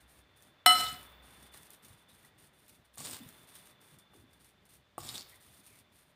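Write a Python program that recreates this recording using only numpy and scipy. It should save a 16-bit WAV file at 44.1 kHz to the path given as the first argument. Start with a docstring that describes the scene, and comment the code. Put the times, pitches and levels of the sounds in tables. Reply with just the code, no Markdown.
"""Fork folding dough in a porcelain bowl

A metal fork strikes the bare bowl wall once: dying sines ring until a hand on the rim stills them.
Later strokes are short damped modes (knocks), bright resonant ticks and dense grains (scrapes on the glaze).
Presses of the fork squelch as filtered crackle, with snapping air pockets, soft thumps and wet squeaks.
Beneath lie the rub and rumble of the bowl on its mat and filtered room noise with a hum and a high whine.
"""
import sys
import numpy as np
from scipy import signal
from scipy.fft import rfft, irfft
from scipy.io import wavfile
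from scipy.ndimage import uniform_filter1d

SR = 44100
rng = np.random.default_rng(int(sys.argv[2]) if len(sys.argv) > 2 else 0)


def generate_wav(signal):
    """Clip the signal to [-1, 1] and save it as 16-bit WAV at the path in sys.argv[1]."""
    frames = np.transpose(np.atleast_2d(signal))
    scaled = np.clip(frames, -1, 1) * 32767
    pcm = np.round(scaled).astype(np.int16)
    wavfile.write(sys.argv[1], SR, pcm)


N = 271567
TIME = np.arange(N) / SR
RING = TIME[:SR]  # one second, the longest any single event lasts
GRIP_S = 0.934  # the hand closes on the rim and stills the ring

# modes of the free bowl with the fork against it: f/Hz, relative level/dB, t60 before the grip/s
FREE_BOWL = [(727, -15.5, .15), (926, -33, .16), (1248, -28, .14), (1291, -16, .45), (1414, -32, .24),
             (1530, -28, .08), (1979, -24, .14), (2036, -23, .3), (2105, -33, .2), (2715, -37, .1),
             (2982, -13.5, .33), (3490, -32, .08), (4050, -22, .07), (4112, -23.5, .4), (4185, -29, .38),
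             (4800, -34, .07), (5324, -29, .13), (5365, -26, .26), (6650, -34, .08), (7735, -29, .17),
             (8250, -26, .08), (8380, -29, .13), (8768, -23, .21), (9050, -33, .15), (9138, -34, .26),
             (10330, -31, .07), (11340, -34, .13), (12600, -23.5, .06), (12730, -30, .15),
             (14350, -29, .06)]
# air pockets popping in the dough and tearing it open: t/s, snap peak/dB, crackle level/dB
AIR_POCKETS = [(0.424, -46, -63), (1.427, -48, -60), (1.539, -60, -50.5), (1.56, -66, -59),
               (1.6322, -43, -77), (1.705, -39, -70), (1.733, -58, -61), (1.85, -42.5, -57),
               (1.884, -45, -77), (2.249, -53.5, -57), (2.682, -46, -62), (3.289, -42.5, -58),
               (3.554, -37, -52.5), (3.8146, -52.5, -62), (3.9873, -47, -60), (4.162, -54.5, -65.5),
               (4.331, -55, -69), (4.445, -53.5, -62), (4.654, -56, -65), (5.2951, -52, -60.5),
               (5.664, -60, -58)]


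def amp(db):
    """Decibels to gain."""
    return 10 ** (np.asarray(db) / 20)


def evened(x):
    """Scales to rms 1."""
    return x / np.sqrt(np.mean(x ** 2) + 1e-20)


def read(points, hz):
    """Reads a table on a log-frequency axis."""
    f, value = np.transpose(points)
    return np.interp(np.log(hz + 1), np.log(f + 1), value)


def curves(rows):
    """Each column of a table after the first as a curve over the whole time."""
    s, *columns = np.transpose(rows)
    return [np.interp(TIME, s, c) for c in columns]


def add(mix, s, sound):
    """Mixes a sound in at time s."""
    part = mix[round(s * SR):][:len(sound)]
    part += sound[:len(part)]


def colour(x, spectrum, size=4096):
    """Minimum-phase filter of unit energy, shaped by the given spectrum."""
    level_db = read(spectrum, np.fft.rfftfreq(size, 1 / SR))
    cepstrum = irfft(np.log(amp(level_db)))
    # folding the cepstrum forward makes the filter causal
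    cepstrum[1:size // 2] *= 2
    cepstrum[size // 2 + 1:] = 0
    taps = irfft(np.exp(rfft(cepstrum)))
    return signal.oaconvolve(x, taps / np.linalg.norm(taps))[:len(x)]


def resonate(x, hz, width_hz):
    """One two-pole resonance; a narrower width rings longer."""
    r = np.exp(-np.pi * width_hz / SR)
    return signal.lfilter([1, 0, -1], [1, -2 * r * np.cos(2 * np.pi * hz / SR), r * r], x)


def grains(per_s, spread_db, hiss):
    """Tiny clicks of very unequal size over a smooth hiss."""
    size = amp(spread_db * np.minimum(rng.exponential(1, N), np.pi)) * rng.choice([-1, 1], N)
    clicks = evened(size * (rng.random(N) < per_s / SR))
    return evened(clicks + hiss * rng.standard_normal(N))


def waver(per_s, depth_db):
    """A gain that drifts at random."""
    knots = rng.standard_normal(N)
    return amp(depth_db * np.interp(TIME * per_s, np.arange(N), knots))


def ring(modes):
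    """Dying sines, each starting from rest in either direction."""
    out = 0
    for hz, db, t60 in modes:
        decay = np.exp(-np.log(1000) * RING / t60)
        out = out + rng.choice([-1, 1]) * amp(db) * decay * np.sin(2 * np.pi * hz * RING)
    return out


def burst(decay_s):
    """A puff of noise that decays exponentially."""
    return rng.standard_normal(len(RING)) * np.exp(-RING / decay_s)


def glide(hz, width_hz):
    """A fuzzy tone of rms 1: slow complex noise carried along the pitch curve hz."""
    r = np.exp(-np.pi * width_hz / SR)
    noise = rng.standard_normal(SR) + 1j * rng.standard_normal(SR)
    jitter = signal.lfilter([1], [1, -2 * r, r * r], noise)[-len(hz):]
    return evened((jitter * np.exp(2j * np.pi * np.cumsum(hz) / SR)).real)


def clink(room, rise_s=.0009, crack_s=0.0013, ring_db=-1.0, blur_db=-6.0, crack_room_db=-4, grip_db_per_s=130):
    """The tines land one after another and pump up the ring of the bowl."""
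    # tines chattering as they land: t/s, level before colouring/dB
    landings = [(0.6606, -21.5), (.6618, -16.5), (.6630, -14), (0.6637, -22), (0.6645, -17.5)]
    # colour of the cracks: f/Hz, relative level per Hz/dB
    crack_colour = [(30, -38.5), (120, -14), (280, -9), (450, -13), (900, 0.5), (1500, -0.5), (4000, 0),
                    (6500, -15), (9000, -4), (12500, -6), (14000, -10.5), (16000, -12)]
    strike_s = .6608
    tones, cracks = np.zeros(N), np.zeros(N)
    for mode in FREE_BOWL:
        tone = ring([mode]) * (1 - np.exp(-RING / rise_s))
        echo = signal.fftconvolve(tone, room)[:SR]
        # echoes make the mode beat and linger but leave its strength alone
        echo -= tone * (echo @ tone) / (tone @ tone)
        add(tones, strike_s, tone + amp(blur_db) * evened(echo) * tone.std())
    tones *= amp(ring_db - grip_db_per_s * np.maximum(TIME - GRIP_S, 0))
    for s, db in landings:
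        add(cracks, s, amp(db) * burst(crack_s))
    cracks = colour(cracks, crack_colour)
    return tones + cracks + amp(crack_room_db) * signal.oaconvolve(cracks, room)[:N]


def rubbed_ring(drag, ring_db=-5, grip_db_per_s=130):
    """While the bowl is still free, the dragging fork keeps its modes alive, the high ones most."""
    modes = ring(FREE_BOWL)
    push = np.gradient(drag)  # the slope favours high tones
    rung = signal.oaconvolve(push, modes / np.linalg.norm(modes))[:N]
    return rung * amp(ring_db - grip_db_per_s * np.maximum(TIME - GRIP_S, 0))


def scrapes(glaze_db=-1.0, tines_db=-8, pivot_hz=6500):
    """Dense stick and slip of steel on glaze; the fork's resonances come and go as the contact point moves."""
    # drags of the fork, one list a stroke: t/s, level/dB, roll towards lower tones/dB per octave
    drags = [
        [(.69, -41.5, 4.5), (.75, -42.5, 9), (.775, -41.5, 6.5), (.80, -37, 4.5), (.83, -40, 1),
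         (.86, -49, 16.5), (.92, -52, 3), (.98, -84, 3)],
        [(2.972, -61, -13), (2.985, -49.5, -8), (3.04, -47, 2), (3.075, -43.5, -4), (3.11, -47.5, -8),
         (3.16, -49.5, 8), (3.195, -61, 2)],
        [(4.98, -58, -12), (5.02, -49.5, 2), (5.065, -52.5, -3), (5.095, -47.5, 21), (5.12, -52, -9),
         (5.145, -49, 8), (5.185, -50, 8), (5.23, -59, 13)],
    ]
    # colour of the slips on the glaze: f/Hz, relative level per Hz/dB
    glaze_colour = [(30, -23.5), (100, 4), (260, 2.5), (500, -2.5), (1100, -3), (2000, -5), (3600, -2.5),
                    (6300, -7.5), (8000, 0.5), (12000, -9), (14800, -5.5), (16000, -17)]
    # the fork sings as it drags: f/Hz, width/Hz, relative level/dB
    fork_modes = [(3622, 530, -4.5), (4400, 300, -6), (5094, 700, -2.5), (7050, 200, -6), (8380, 340, 0.5),
                  (9400, 1200, -2), (13050, 450, -9.5), (14900, 500, -10.5)]
    slips = grains(per_s=2000, spread_db=4.3, hiss=.65) * waver(per_s=120, depth_db=1.7)
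    strokes = np.zeros(N)
    for stroke in drags:
        s, db, _ = np.transpose(stroke)
        strokes += np.interp(TIME, s, amp(db), left=0, right=0)
    _, roll_db = curves(np.vstack(drags))
    out = amp(glaze_db) * colour(slips, glaze_colour)
    for hz, width_hz, db in fork_modes:
        tilt = amp(-roll_db * np.log2(hz / pivot_hz))  # positive roll favours the lower modes
        kicks = slips * rng.choice([-1, 1], N)  # each slip pushes a mode either way
        song = evened(resonate(resonate(kicks, hz, width_hz), hz, 2 * width_hz))
        out += amp(db + tines_db) * tilt * song * evened(waver(per_s=70, depth_db=5))
    return strokes * out


def knocks(soft_s=0.0042, cushion_s=0.00036, tick_db=-10, thump_width_hz=80):
    """Damped blows on the held bowl and loose low thumps."""
    # the held bowl, damped by dough: f/Hz, relative level/dB, t60/s
    held_bowl = [(170, -18.5, 0.031), (350, -15.5, 0.25), (586, 14, 0.0038), (685, -2.5, 0.026),
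                 (833, 2.5, 0.027), (1139, 3.5, 0.032), (1366, -13.5, 0.022), (2810, -9.5, 0.017)]
    # dull knocks of the fork through the dough: t/s, gain on the modes/dB
    blows = [(1.544, -57), (2.247, -65), (2.974, -53), (3.005, -48.5), (3.071, -55), (4.135, -61),
             (4.98, -35.5)]
    # lumps of dough land and the bowl rocks on its mat: t/s, level/dB, f/Hz, t60/s
    lumps = [(0.661, -41.5, 301, 0.22), (0.924, -43.5, 170, 0.084), (1.901, -52.5, 126, 0.13),
             (2.985, -53.5, 170, 0.41), (3.198, -45.5, 237, 0.12), (3.216, -49, 234, 0.17),
             (3.259, -41, 125, 0.048), (3.92, -60.5, 149.3, 0.4), (4.14, -57, 339.6, 0.21),
             (4.168, -60, 112.4, .3), (4.235, -58.5, 260.5, 0.15), (4.982, -52.5, 106.4, 1)]
    out = np.zeros(N)
    for s, db in blows:
        blow = ring(held_bowl) + amp(tick_db) * burst(decay_s=0.00089)
        add(out, s, amp(db) * (1 - np.exp(-RING / cushion_s)) * blow)
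    # a small bowl radiates no deep bass
    out = signal.sosfilt(signal.butter(2, 110, "highpass", fs=SR, output="sos"), out)
    for s, db, hz, t60 in lumps:
        envelope = (1 - np.exp(-RING / soft_s)) * np.exp(-np.log(1000) * RING / t60)
        thump = envelope * glide(np.full(SR, hz), thump_width_hz)
        add(out, s, amp(db) * envelope.std() * evened(thump))
    return out


def catches(width_hz=2000, snap=0.088):
    """A tine sticks and lets go with a short, bright tick."""
    # tines catching on the glaze: t/s, peak/dB, centre f/Hz
    snags = [(.75, -43, 14000), (.929, -32, 9660), (1.03, -42, 9025), (1.848, -48, 6300),
             (2.957, -43, 10940), (2.982, -28.5, 8050), (3.004, -31, 7100), (3.0516, -34, 4560),
             (3.072, -31.5, 3540), (3.087, -34, 10100), (3.1118, -30, 7950), (4.9801, -33.5, 9530),
             (5.09, -26.5, 4020), (5.0903, -30.5, 9800), (5.164, -35, 5370), (5.18, -27, 4570),
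             (5.209, -36, 4400), (5.22, -36, 4170)]
    out = np.zeros(N)
    for s, db, hz in snags:
        slip = (RING == 0) + 0.12 * burst(decay_s=.0011)
        body = evened(resonate(resonate(slip, hz, width_hz), hz, 3 * width_hz))
        tick = body + snap * evened(slip)
        add(out, s, amp(db) * tick / abs(tick).max())
    return out


def squeaks(width_hz=300):
    """Brief sliding notes of wet dough on glaze."""
    # dough slipping with a soft squeak: t/s, length/s, level before fading/dB, start f/Hz, end f/Hz
    slides = [(1.534, 0.061, -65, 1900, 1676), (2.084, 0.062, -67, 3900, 3660),
              (2.236, .025, -62, 1983, 1930), (3.085, 0.025, -59, 955, 780),
              (5.308, 0.05, -62.5, 2040, 1980), (5.641, .17, -70, 2570, 2050)]
    out = np.zeros(N)
    for s, length_s, db, start_hz, end_hz in slides:
        hz = np.linspace(start_hz, end_hz, round(length_s * SR))
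        add(out, s, amp(db) * glide(hz, width_hz) * np.hanning(len(hz)))
    return out


def pops(hz=11000, width_hz=7000):
    """Small air pockets burst in the dough, each with one sharp snap."""
    out = np.zeros(N)
    for s, db, _ in AIR_POCKETS:
        pop = resonate((RING == 0) + 1.2 * burst(decay_s=.0009), hz, width_hz)
        add(out, s, amp(db) * pop / abs(pop).max())
    return out


def effort(rise_s=0.014, release_s=0.019):
    """How hard the dough is worked: each press builds up, holds and lets go."""
    # the fork presses through the dough: start t/s, length before release/s, squelch level/dB
    presses = [(0, 0.0073, -60), (0.072, .12, -66.5), (0.355, 0.13, -69.5), (0.938, 0.12, -62.5),
               (1.08, 0.044, -69.5), (1.222, 0.25, -64.5), (1.513, 0.16, -63), (1.69, .055, -64),
               (1.819, 0.12, -64), (1.963, 0.059, -71), (2.081, 0.082, -65), (2.17, .11, -68.5),
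               (2.376, 0.092, -65), (2.525, 0.17, -71), (2.681, 0.077, -65), (2.839, .015, -71),
               (2.927, 0.044, -67.5), (3.216, 0.23, -65.5), (3.464, 0.24, -62), (3.8, 0.15, -68),
               (4.128, 0.086, -69.5), (4.288, .09, -78.5), (4.39, 0.111, -68.5), (4.683, 0.085, -65.5),
               (5.261, 0.1, -64.5), (5.397, 0.21, -63.5), (5.627, 0.17, -64.5), (5.918, 0.11, -68),
               (6.027, .08, -76.5)]
    power = np.zeros(N)
    for s, length_s, db in presses:
        release = np.exp(-np.maximum(RING - length_s, 0) / release_s)
        shape = np.minimum(RING / rise_s, 1) * release
        add(power, s, (amp(db) * shape) ** 2)
    return np.sqrt(power)


def dough(work, tear_s=.02):
    """Wet strands part in a fine crackle as the fork presses through, and in a short spray after each pop."""
    # colour of the crackle: f/Hz, relative level per Hz/dB
    squelch_colour = [(500, -14), (2000, -4), (4000, -1.5), (5500, -5), (7700, -5.5), (9200, 6),
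                      (10500, -2.5), (12500, -2), (15300, -5), (16000, -9.5)]
    tears = np.zeros(N)
    for s, _, db in AIR_POCKETS:
        add(tears, s, amp(db) * np.exp(-RING / tear_s))
    crackle = grains(per_s=800, spread_db=5.2, hiss=1.4) * waver(per_s=90, depth_db=1.7)
    return np.hypot(work, tears) * colour(crackle, squelch_colour)


def swell(smooth_s=.1):
    """The jumps and slow slides, in dB, of the rub, rumble and whine: the background swells at a few moments
    and sinks slowly."""
    # the background swells: t/s, level/dB, sinking/dB per s
    rises = [(0, 0.5, -1.5), (.8, 11, 7.5), (3.1, 7.5, 7.5), (5.1, 3, 8.5)]
    level_db = np.zeros(N)
    for s, db, sink_db_per_s in rises:
        level_db = np.where(TIME >= s, db - sink_db_per_s * (TIME - s), level_db)
    return uniform_filter1d(level_db, round(smooth_s * SR))


def handling(work, swell_db, rub_db=-70, rumble_db=-71.0, rumble_follow=0.67, resting=0.78, full_press_db=-68):
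    """The bowl rubs and rumbles on its mat, more while the fork bears down."""
    # colours of the rub and the rumble: f/Hz, relative level per Hz/dB
    rub_colour = [(200, -14), (400, -1.5), (700, 0), (1200, -0.5), (1900, -2), (2600, -6.5), (3600, -8),
                  (4500, -14), (7000, -35.5), (16000, -47.5)]
    rumble_colour = [(25, -32), (50, -8), (80, 0.5), (180, 0), (280, -3.5), (400, -7), (800, -31)]
    load = resting + (1 - resting) * np.tanh(work / amp(full_press_db))
    rub = colour(grains(per_s=2100, spread_db=3, hiss=0.78), rub_colour)
    rumble = colour(rng.standard_normal(N), rumble_colour) * waver(per_s=25, depth_db=3.5)
    rub_gain = amp(rub_db + swell_db)
    rumble_gain = amp(rumble_db + rumble_follow * swell_db)
    return load * (rub_gain * rub + rumble_gain * rumble)


def background(swell_db, whine_follow=0.98, air_db=-71.5):
    """Soft filtered room noise with a low hum, a faint middle tone and a fuzzy high whine from resonated noise."""
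    # hum, middle tone and whine: f/Hz, width/Hz, level before the slow changes/dB
    drone_tones = [(63, 5, -74), (604, 4.1, -84.5), (3516, 62, -76)]
    # slow level changes of the hum: t/s, gain/dB
    hum_moves = [(0, 12.5), (.55, -21), (.85, 12), (1.5, -0.5), (2.4, -23), (3.1, -2), (3.8, -22),
                 (4.25, -3.5), (6.1, -9.5)]
    # colour of the room noise: f/Hz, relative level per Hz/dB
    air_colour = [(25, -19), (45, 1.5), (70, 5.5), (110, 9), (200, 4), (400, -1.5), (600, 0.5), (1200, -4),
                  (1900, -2), (2800, -5.5), (3800, -6.5), (5500, -16), (9000, -23.5), (16000, -29)]
    tones = []
    for hz, width_hz, db in drone_tones:
        tone = resonate(resonate(rng.standard_normal(N), hz, width_hz), hz, width_hz * 2)
        tones.append(amp(db) * evened(tone))
    hum, middle, whine = tones
    hum_db, = curves(hum_moves)
    upper = (middle + amp(whine_follow * swell_db) * whine) * waver(per_s=4.7, depth_db=1.0)
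    air = amp(air_db) * colour(rng.standard_normal(N), air_colour)
    return amp(hum_db) * hum + upper + air


def kitchen(first_s=.004):
    """The room's answer to a click: dense echoes off tiles, each band dying at its own speed."""
    # decay of the room: f/Hz, t60/s
    room_decay = [(100, 0.16), (500, 0.6), (2000, 0.75), (4000, 0.53), (9000, 0.25), (16000, 1)]
    taps = rng.standard_normal(SR) * (rng.random(SR) < 4000 / SR) * (RING > first_s)
    hz, t, bands = signal.stft(taps, SR, nperseg=256)
    decay = np.exp(-np.log(1000) * t / read(room_decay, hz)[:, None])
    tail = signal.istft(bands * decay, SR, nperseg=256)[1][:SR]
    return tail / np.linalg.norm(tail)


def scene(echoes_db=-8.0):
    """Hard contacts, pops and squeaks carry into the room; the other soft sounds stay close."""
    room, work, swell_db, drag = kitchen(), effort(), swell(), scrapes()
    contacts = knocks() + catches() + pops() + drag + squeaks()
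    echoes = amp(echoes_db) * signal.oaconvolve(contacts, room)[:N]
    bowl = clink(room) + rubbed_ring(drag) + contacts + echoes
    soft = dough(work) + handling(work, swell_db) + background(swell_db)
    return (bowl + soft)[None]


def record(dry, edge_hz=15560):
    """The recorder's band limit: a steep low-pass that takes off the top treble."""
    taps = signal.firwin(511, edge_hz, window=("kaiser", 9), fs=SR)
    return signal.oaconvolve(dry, taps[None], "same")


dry = scene()
out = record(dry)
generate_wav(out)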